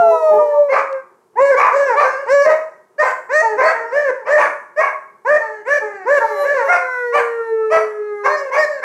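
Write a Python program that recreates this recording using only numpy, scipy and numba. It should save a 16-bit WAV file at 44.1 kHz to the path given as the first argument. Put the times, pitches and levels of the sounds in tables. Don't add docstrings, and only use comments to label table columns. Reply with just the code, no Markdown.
import sys
import numpy as np
from scipy import signal
from scipy.fft import rfft, irfft, next_fast_len
from scipy.io import wavfile
from scipy.ndimage import uniform_filter1d, minimum_filter1d
from numba import njit

SR = 44100
rng = np.random.default_rng(int(sys.argv[2]) if len(sys.argv) > 2 else 0)


def volts_from_db(level):
    exponent = np.asarray(level, float) / 20
    return 10 ** exponent


def wav_out(sig):
    wavfile.write(sys.argv[1], SR, np.round(np.clip(np.atleast_2d(sig).T, -1, 1) * 32767).astype(np.int16))


N = 389838
T = np.arange(N) / SR


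def colour(points, hz):
    f, db = np.transpose(points)
    return np.interp(np.log(np.maximum(hz, 1)), np.log(f), db)


def shaped(x, points):
    size = next_fast_len(len(x))
    gain = volts_from_db(colour(points, np.fft.rfftfreq(size, 1 / SR)))
    return irfft(rfft(x, size) * gain, size)[:len(x)]


def walk(rate, size):
    count = int(size * rate / SR) + 2
    return np.interp(np.arange(size) * rate / SR, np.arange(count), rng.standard_normal(count))


@njit
def peak_hold(x, release):
    held, level = np.empty(len(x)), 0.
    for i in range(len(x)):
        level = max(abs(x[i]), level * release)
        held[i] = level
    return held


def limiter(x):
    ceiling, release_s = .7, 0.013
    peaks = peak_hold(x, np.exp(-1 / (release_s * SR)))
    gain = np.minimum(1, ceiling / (peaks + 1e-9))
    return x * uniform_filter1d(minimum_filter1d(gain, size=65), size=33)


def hiss():
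    x = shaped(rng.standard_normal(N), [(1500, -3.5), (4000, 3), (8000, 4.5), (12000, 1), (16000, -9.0)])
    return volts_from_db(-73.5) * x / x.std()


# (f/Hz, relative level/dB per Hz)
HOUSE_COLOUR = [(35, -69.5), (60, -27), (209, -17.5), (326, -22.5), (360, -4), (629, -20), (981, -17.5),
                (3050, -43), (3960, -69), (6710, -120)]


def house():
    x = shaped(rng.standard_normal(N), HOUSE_COLOUR) * volts_from_db(2 * walk(41, N))
    return volts_from_db(-56) * x / x.std()


# (t/s, level/dB before its colouring)
TICK_EVENT = (.928, -38)


def tick():
    s, level_db = TICK_EVENT
    burst = rng.standard_normal(N) * np.exp(-np.maximum(T - s, 0) / 0.0016) * (T >= s)
    return volts_from_db(level_db) * shaped(burst, [(1200, -39), (3000, 13), (7000, -2), (16000, -21.0)])


# (middle f/Hz, time to fall by 60 dB t/s)
ROOM_RING = [(250, 0.57), (550, 0.39), (1200, 0.52), (2500, 0.38), (5000, 0.3), (10000, 0.55)]


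def room(x, wet_db, delay_s=0.0019):
    t = T[:int(.9 * SR)]
    tail = 0
    for hz, t60 in ROOM_RING:
        sos = signal.butter(2, [hz / 1.5, hz * 1.5], "bandpass", fs=SR, output="sos")
        tail = tail + signal.sosfilt(sos, rng.standard_normal(len(t))) * 1000. ** (-t / t60)
    tail = tail * np.clip(t / delay_s - 1, 0, 1)
    tail = tail / np.sqrt(np.sum(tail ** 2))
    return x + volts_from_db(wet_db) * signal.fftconvolve(x, tail)[:N]


LONGEST_RISE_SHARE = .7


def arch(event, move, fade, mouth):
    start, length, top_hz, last_hz, db = event
    scoop, rise_s, attack_db, slide = move
    fade_db, open_db = fade
    t = np.linspace(0, length, num=int(length * 400) + 2)
    hurry = min(1, LONGEST_RISE_SHARE * length / rise_s)
    rise_s, scoop = hurry * rise_s, hurry * scoop
    missing = np.clip(1 - t / rise_s, 0, 1) ** 2
    turn_s = max(rise_s, length - abs(top_hz - last_hz) / slide - 1e-3)
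    hz = np.interp(t, [turn_s, length], [top_hz, last_hz]) * (1 - scoop * missing)
    after = np.maximum(t - rise_s, 0)
    level_db = db + attack_db * missing + fade_db * after
    mouth_db = np.interp(start + t, *np.transpose(mouth)) + open_db * after
    return np.transpose([start + t, hz, level_db, mouth_db])


# (f/Hz, relative level/dB)
TEETH_AIR = [(2000, -27.5), (3300, -0.5), (4300, -8), (5600, 3.5), (8000, -4), (12000, -20), (16000, -24.5)]


def voice(call, jaw, throat, rough, halves, lead, breath_db, air_db, edge_s, waver_db, snap_db, wobble, ring):
    s, *columns = np.transpose(call)
    i0, i1 = int(s[0] * SR), min(int(s[-1] * SR), N)
    t, size = T[i0:i1], i1 - i0
    hz, level_db, open_db = (np.interp(t, s, c) for c in columns)
    most, rough, halves = rough.max(), rough[i0:i1], halves[i0:i1]

    low_db = [level_db + open_db * (k >= lead[0]) + colour(jaw, k * hz) for k in (1, 2, 3)]
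    effort_db = np.max([low_db[k - 1] - colour(throat, k * hz) for k in lead], axis=0)

    jitter = .16 * rough * walk(420, size) + wobble * walk(35, size)
    phase = 2 * np.pi * (rng.random() + np.cumsum(hz * (1 + jitter)) / SR)
    limp = 1 + halves * np.cos(phase / 2)
    snap = -snap_db * np.log10(rough / most) + np.interp(t, *np.transpose(ring))

    out = 0
    for k in range(1, int(15500 / hz.max())):
        if k <= 3:
            db = low_db[k - 1] + waver_db * np.sqrt(k) * walk(25, size)
        else:
            swell_db = min(2 * k - 6, 6) * walk(12, size)
            db = effort_db + snap * (k > 5) + colour(throat, k * hz) + swell_db
        shimmer = (1 + 1.36 * rough * walk(260, size)) * (limp if k > 1 else 1)
        out = out + np.sqrt(2) * volts_from_db(db) * shimmer * np.sin(k * phase - .4 * k * k)

    puff = rng.standard_normal(size) * (1 + np.cos(phase))
    puff = shaped(puff, [(200, -50), (500, 4.0)] + throat)
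    air = shaped(rng.standard_normal(size) * (1 + np.cos(phase)), TEETH_AIR)
    leak = np.sqrt(rough / most)
    breath = volts_from_db(breath_db) * puff / puff.std() + volts_from_db(air_db) * air / air.std()
    out = out + leak * volts_from_db(effort_db) * breath

    from_start = (t - s[0]) if i0 else 1
    to_end = (s[-1] - t) if i1 < N - 99 else 1
    return i0, i1, out * np.clip(np.minimum(from_start, to_end) / edge_s, 0, 1)


def dog(calls, *voicing, **more):
    out = np.zeros(N)
    for call in calls:
        i0, i1, sound = voice(call, *voicing, **more)
        out[i0:i1] += sound
    return out


# (start t/s, length t/s, top f/Hz, last f/Hz, level/dB before the jaw's colour)
BARK_CALLS = [(0.681, 0.13, 547.7, 507, -10), (1.552, 0.12, 569, 448, -14.5),
              (1.951, .12, 585, 481.5, -11.5), (2.442, 0.087, 638.4, 641.6, -10),
              (3.002, .12, 512.6, 507, -16), (3.566, .165, 525.7, 520, -11),
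              (4.248, 0.085, 621.4, 670, -25.5), (4.354, .125, 579.4, 472.4, -19),
              (4.785, 0.11, 548.5, 497, -20), (6.673, 0.098, 713.7, 678, -12),
              (7.122, 0.085, 586.6, 492, -14.5), (7.7, 0.074, 652, 620, -10),
              (8.233, 0.044, 549.6, 522, -16), (8.508, 0.083, 552, 513.5, -17.5),
              (8.815, 0.064, 581, 610, -21)]
# (t/s, added roughness 0-1, added strong-weak cycles 0-1)
VOICE_BREAKS = [(.72, .45, .4), (1.59, .4, .3), (1.99, .22, .3), (2.46, .06, .8), (3.02, .2, .2),
                (3.59, .35, .3), (4.25, .3, .2), (4.37, .3, .4), (4.81, .14, .2), (6.715, .1, .8),
                (7.15, .07, .3), (7.72, .05, .7), (8.25, .15, .2), (8.54, .25, .3), (8.82, .2, .2)]
# (f/Hz, level/dB)
BARK_JAW_COLOUR = [(450, -12.5), (550, -4.5), (680, 2), (950, -6.5), (1100, -4), (1300, -11.5),
                   (1600, -12.5), (1900, -11), (2150, -13.5)]
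# (f/Hz, level/dB)
BARK_THROAT_COLOUR = [(1000, 5.5), (1700, -10), (2200, -7), (2800, -31.5), (3400, -43), (4100, -37.5),
                      (5400, -34), (7500, -43), (10000, -54.5), (16000, -59)]
# (scoop from below 0-1, longest rise t/s, attack level/dB, closing slide Hz per s)
BARK_MOTION = (.15, .035, -26, 3500)
# (fade dB per s, mouth opening dB per s)
BARK_DECAY = (-220, 156)
# (t/s, level/dB on the overtones)
BARK_OPENING = [(0.751, -5), (1.599, 4.5), (2.001, 1), (2.5, -3.5), (3.05, 4.5), (3.649, -3.5), (4.4, 5.5),
                (4.848, 5.5), (6.751, 5.5), (7.181, 4.5), (7.751, 3), (8.28, 5.5), (8.56, 3)]
# (t/s, level/dB)
BARK_BRIGHTNESS = [(.7, -1.9), (2.5, -0.14), (4.8, -2.2), (6.7, -0.86), (7.2, -0.51), (7.75, -0.82),
                   (8.5, 1)]


def barker():
    rough, halves = np.full(N, .04), np.zeros(N)
    for s, more_rough, more_halves in VOICE_BREAKS:
        held = np.clip((T - s) / .012, 0, 1) * (T < s + .17)
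        rough, halves = rough + more_rough * held, halves + more_halves * held
    calls = [arch(e, BARK_MOTION, BARK_DECAY, BARK_OPENING) for e in BARK_CALLS]
    return dog(calls, BARK_JAW_COLOUR, BARK_THROAT_COLOUR, rough, halves, (2, 3),
               breath_db=-0.5, air_db=-43.5, edge_s=0.0018, waver_db=3.5,
               snap_db=0, wobble=.009, ring=BARK_BRIGHTNESS)


# (start t/s, length t/s, top f/Hz, last f/Hz, level/dB before the jaw's colour)
YELP_CALLS = [(1.355, 0.2, 558.6, 494.7, -6), (1.69, 0.27, 563.2, 419, -8), (2.26, 0.25, 570.2, 468.6, -4),
              (2.98, 0.046, 619.3, 617, -4.5), (3.29, 0.13, 623.4, 643, -3.5),
              (3.583, 0.14, 639.4, 663, -6.5), (3.9, 0.21, 588.3, 497.4, -10),
              (4.259, 0.14, 596.7, 623, -6), (4.76, 0.057, 624, 630, -7), (5.247, 0.13, 610, 610, -3.5),
              (5.65, 0.14, 589, 563, -9), (6.052, 0.14, 586, 541.7, -5.5), (6.415, .22, 574.3, 443, -11),
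              (8.235, 0.13, 614.3, 597, -14), (8.515, .14, 620, 578, -8.5)]
# (start t/s, length t/s, first f/Hz, last f/Hz, level/dB before the jaw's colour)
MOAN_CALLS = [(0.0, 0.16, 430.6, 420, -20), (.105, .2, 500.6, 441, -22.5), (.308, .077, 428, 431, -15),
              (.388, 0.22, 480.4, 436.6, -23), (2.03, .24, 524, 559.3, -17), (3.417, .153, 456.5, 410, -19),
              (3.735, 0.18, 460.5, 462, -25.5), (5.397, 0.23, 452, 413, -28),
              (5.807, .245, 436.5, 367, -25.5), (6.197, .225, 462.2, 381.6, -22.5),
              (4.135, .115, 501, 427, -35.5), (6.637, .065, 452.3, 412, -29),
              (8.363, 0.14, 574, 521.6, -22.5), (8.656, 0.15, 601.3, 534, -21.5)]
# (start t/s, end t/s)
CLEAR_NOTES = [(.1, .3), (.39, .68), (1.42, 1.5), (2.3, 2.46), (3.33, 3.52), (5.95, 6.06), (8.26, 8.42),
               (8.58, 8.75)]
# (f/Hz, level/dB)
YELP_JAW_COLOUR = [(380, -4), (450, -6.5), (520, 0), (600, -4), (850, -4), (980, 1), (1150, -20),
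                   (1300, -17), (1500, -8.5), (1750, -10), (1950, -16)]
# (f/Hz, level/dB)
YELP_THROAT_COLOUR = [(1000, -5), (1800, 9.5), (2300, -8.5), (2800, -19.5), (3300, -47), (4300, -27),
                      (5600, -28), (7500, -33.5), (10000, -50), (16000, -56)]
# (scoop from below 0-1, longest rise t/s, attack level/dB, closing slide Hz per s)
YELP_MOTION = (.31, .09, -30, 1300)
MOAN_MOTION = (.02, .025, -14, 10)
# (fade dB per s, mouth opening dB per s)
YELP_DECAY = (-87, 30)
MOAN_DECAY = (-48.5, -11)
# (t/s, level/dB on the overtones)
YELP_OPENING = [(0, -22), (0.701, -11.5), (1.4, -2.5), (1.8, -5), (2.15, 0.5), (2.38, -3), (2.998, 3),
                (3.35, 1.5), (3.5, 0.5), (3.65, 4), (4.0, -0.5), (4.35, -1), (4.8, 3), (5.302, -1.5),
                (5.5, 5.5), (5.75, 3), (5.95, 3), (6.13, -1.5), (6.3, 7), (6.5, 0), (8.299, 4), (8.6, -0.5)]
# (t/s, level/dB)
YELP_BRIGHTNESS = [(0, -2.5), (1.45, -3.5), (1.8, 6.5), (2.35, 1), (3.38, -1), (4.0, -0.5), (5.3, 0),
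                   (5.75, 2.5), (6.0, -3), (6.5, 1), (8.3, 3), (8.7, 5)]


def yelper():
    rough = np.full(N, .12)
    for start, end in CLEAR_NOTES:
        rough[int(start * SR):int(end * SR)] = .015
    yelps = [arch(e, YELP_MOTION, YELP_DECAY, YELP_OPENING) for e in YELP_CALLS]
    moans = [arch(e, MOAN_MOTION, MOAN_DECAY, YELP_OPENING) for e in MOAN_CALLS]
    return dog(yelps + moans, YELP_JAW_COLOUR, YELP_THROAT_COLOUR, rough, np.zeros(N), (3,),
               breath_db=-10.5, air_db=-21.0, edge_s=0.0034, waver_db=2.5,
               snap_db=8, wobble=.006, ring=YELP_BRIGHTNESS)


# (t/s, f/Hz, level/dB before the jaw's colour, mouth opening level/dB on overtones)
HOWL_CALLS = [
    [(0.0, 699.7, -10.5, 1.5), (0.04, 680, -11, -1), (0.1, 665, -9, 1), (0.17, 645, -13.5, 1.5),
     (0.3, 619.2, -12.5, -0.5), (0.4, 603, -9.5, -5), (0.52, 585, -14.5, -5.5), (0.62, 585.4, -10, -12.5),
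     (0.68, 569, -17.5, -8.5), (0.86, 547, -29, -8), (0.93, 539.4, -20.5, -8.5), (1.03, 521, -31, -2.5)],
    [(6.17, 582.8, -28, 6), (6.25, 593, -29.5, 8), (6.35, 577, -30.5, 12), (6.42, 576.6, -14, 4),
     (6.56, 566, -27.5, -0.5), (6.66, 553, -23, 9), (6.85, 514, -32.5, 12.5), (6.97, 497, -33.5, 13.5),
     (7.1, 479.4, -21, -1), (7.32, 466, -21, -3.5), (7.45, 456, -26, 3.5), (7.57, 444, -17.5, -8),
     (7.68, 438, -18.5, -6), (7.9, 427, -24.5, -12), (8.2, 411.8, -28, 0.5), (8.35, 405, -34, 0),
     (8.47, 393, -41, -5)],
]
# (f/Hz, level/dB)
HOWL_JAW_COLOUR = [(400, 2), (700, 0), (850, -18.5), (1100, -10.5), (1350, -13.5), (1500, -6),
                   (1750, -23.5), (2100, -40)]
# (f/Hz, level/dB)
HOWL_THROAT_COLOUR = [(1000, 7.5), (1700, 11.5), (2050, 6), (2350, -18), (2650, -11), (3200, -40.5),
                      (4100, -21.5), (4700, -43), (5600, -27.5), (8000, -40), (12000, -32.5), (16000, -50)]
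# (t/s, level/dB)
HOWL_BRIGHTNESS = [(0, -2.5), (.3, -1), (.5, -6), (1.0, -5.5), (6.2, 7.5), (6.55, 0.5), (6.9, -5), (7.1, 0),
                   (7.4, -2), (7.9, 1.5), (8.4, 1)]


def howler():
    rough = np.full(N, .02)
    return dog(HOWL_CALLS, HOWL_JAW_COLOUR, HOWL_THROAT_COLOUR, rough, np.zeros(N), (2, 3),
               breath_db=-24, air_db=-20.0, edge_s=0.031, waver_db=3.0,
               snap_db=0, wobble=.001, ring=HOWL_BRIGHTNESS)


def scene():
    dogs = room(howler(), wet_db=-20.5) + room(yelper(), wet_db=-6) + room(barker(), wet_db=-2)
    return (dogs + tick() + house())[None]


def top_cut(x):
    return signal.sosfilt(signal.butter(12, 15800, fs=SR, output="sos"), x)


def record(dry):
    bass_cut = signal.butter(2, 120, "highpass", fs=SR, output="sos")
    x = signal.sosfilt(bass_cut, dry[0] + hiss())
    return top_cut(limiter(x)[None])


dry = scene()
out = record(dry)
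wav_out(out)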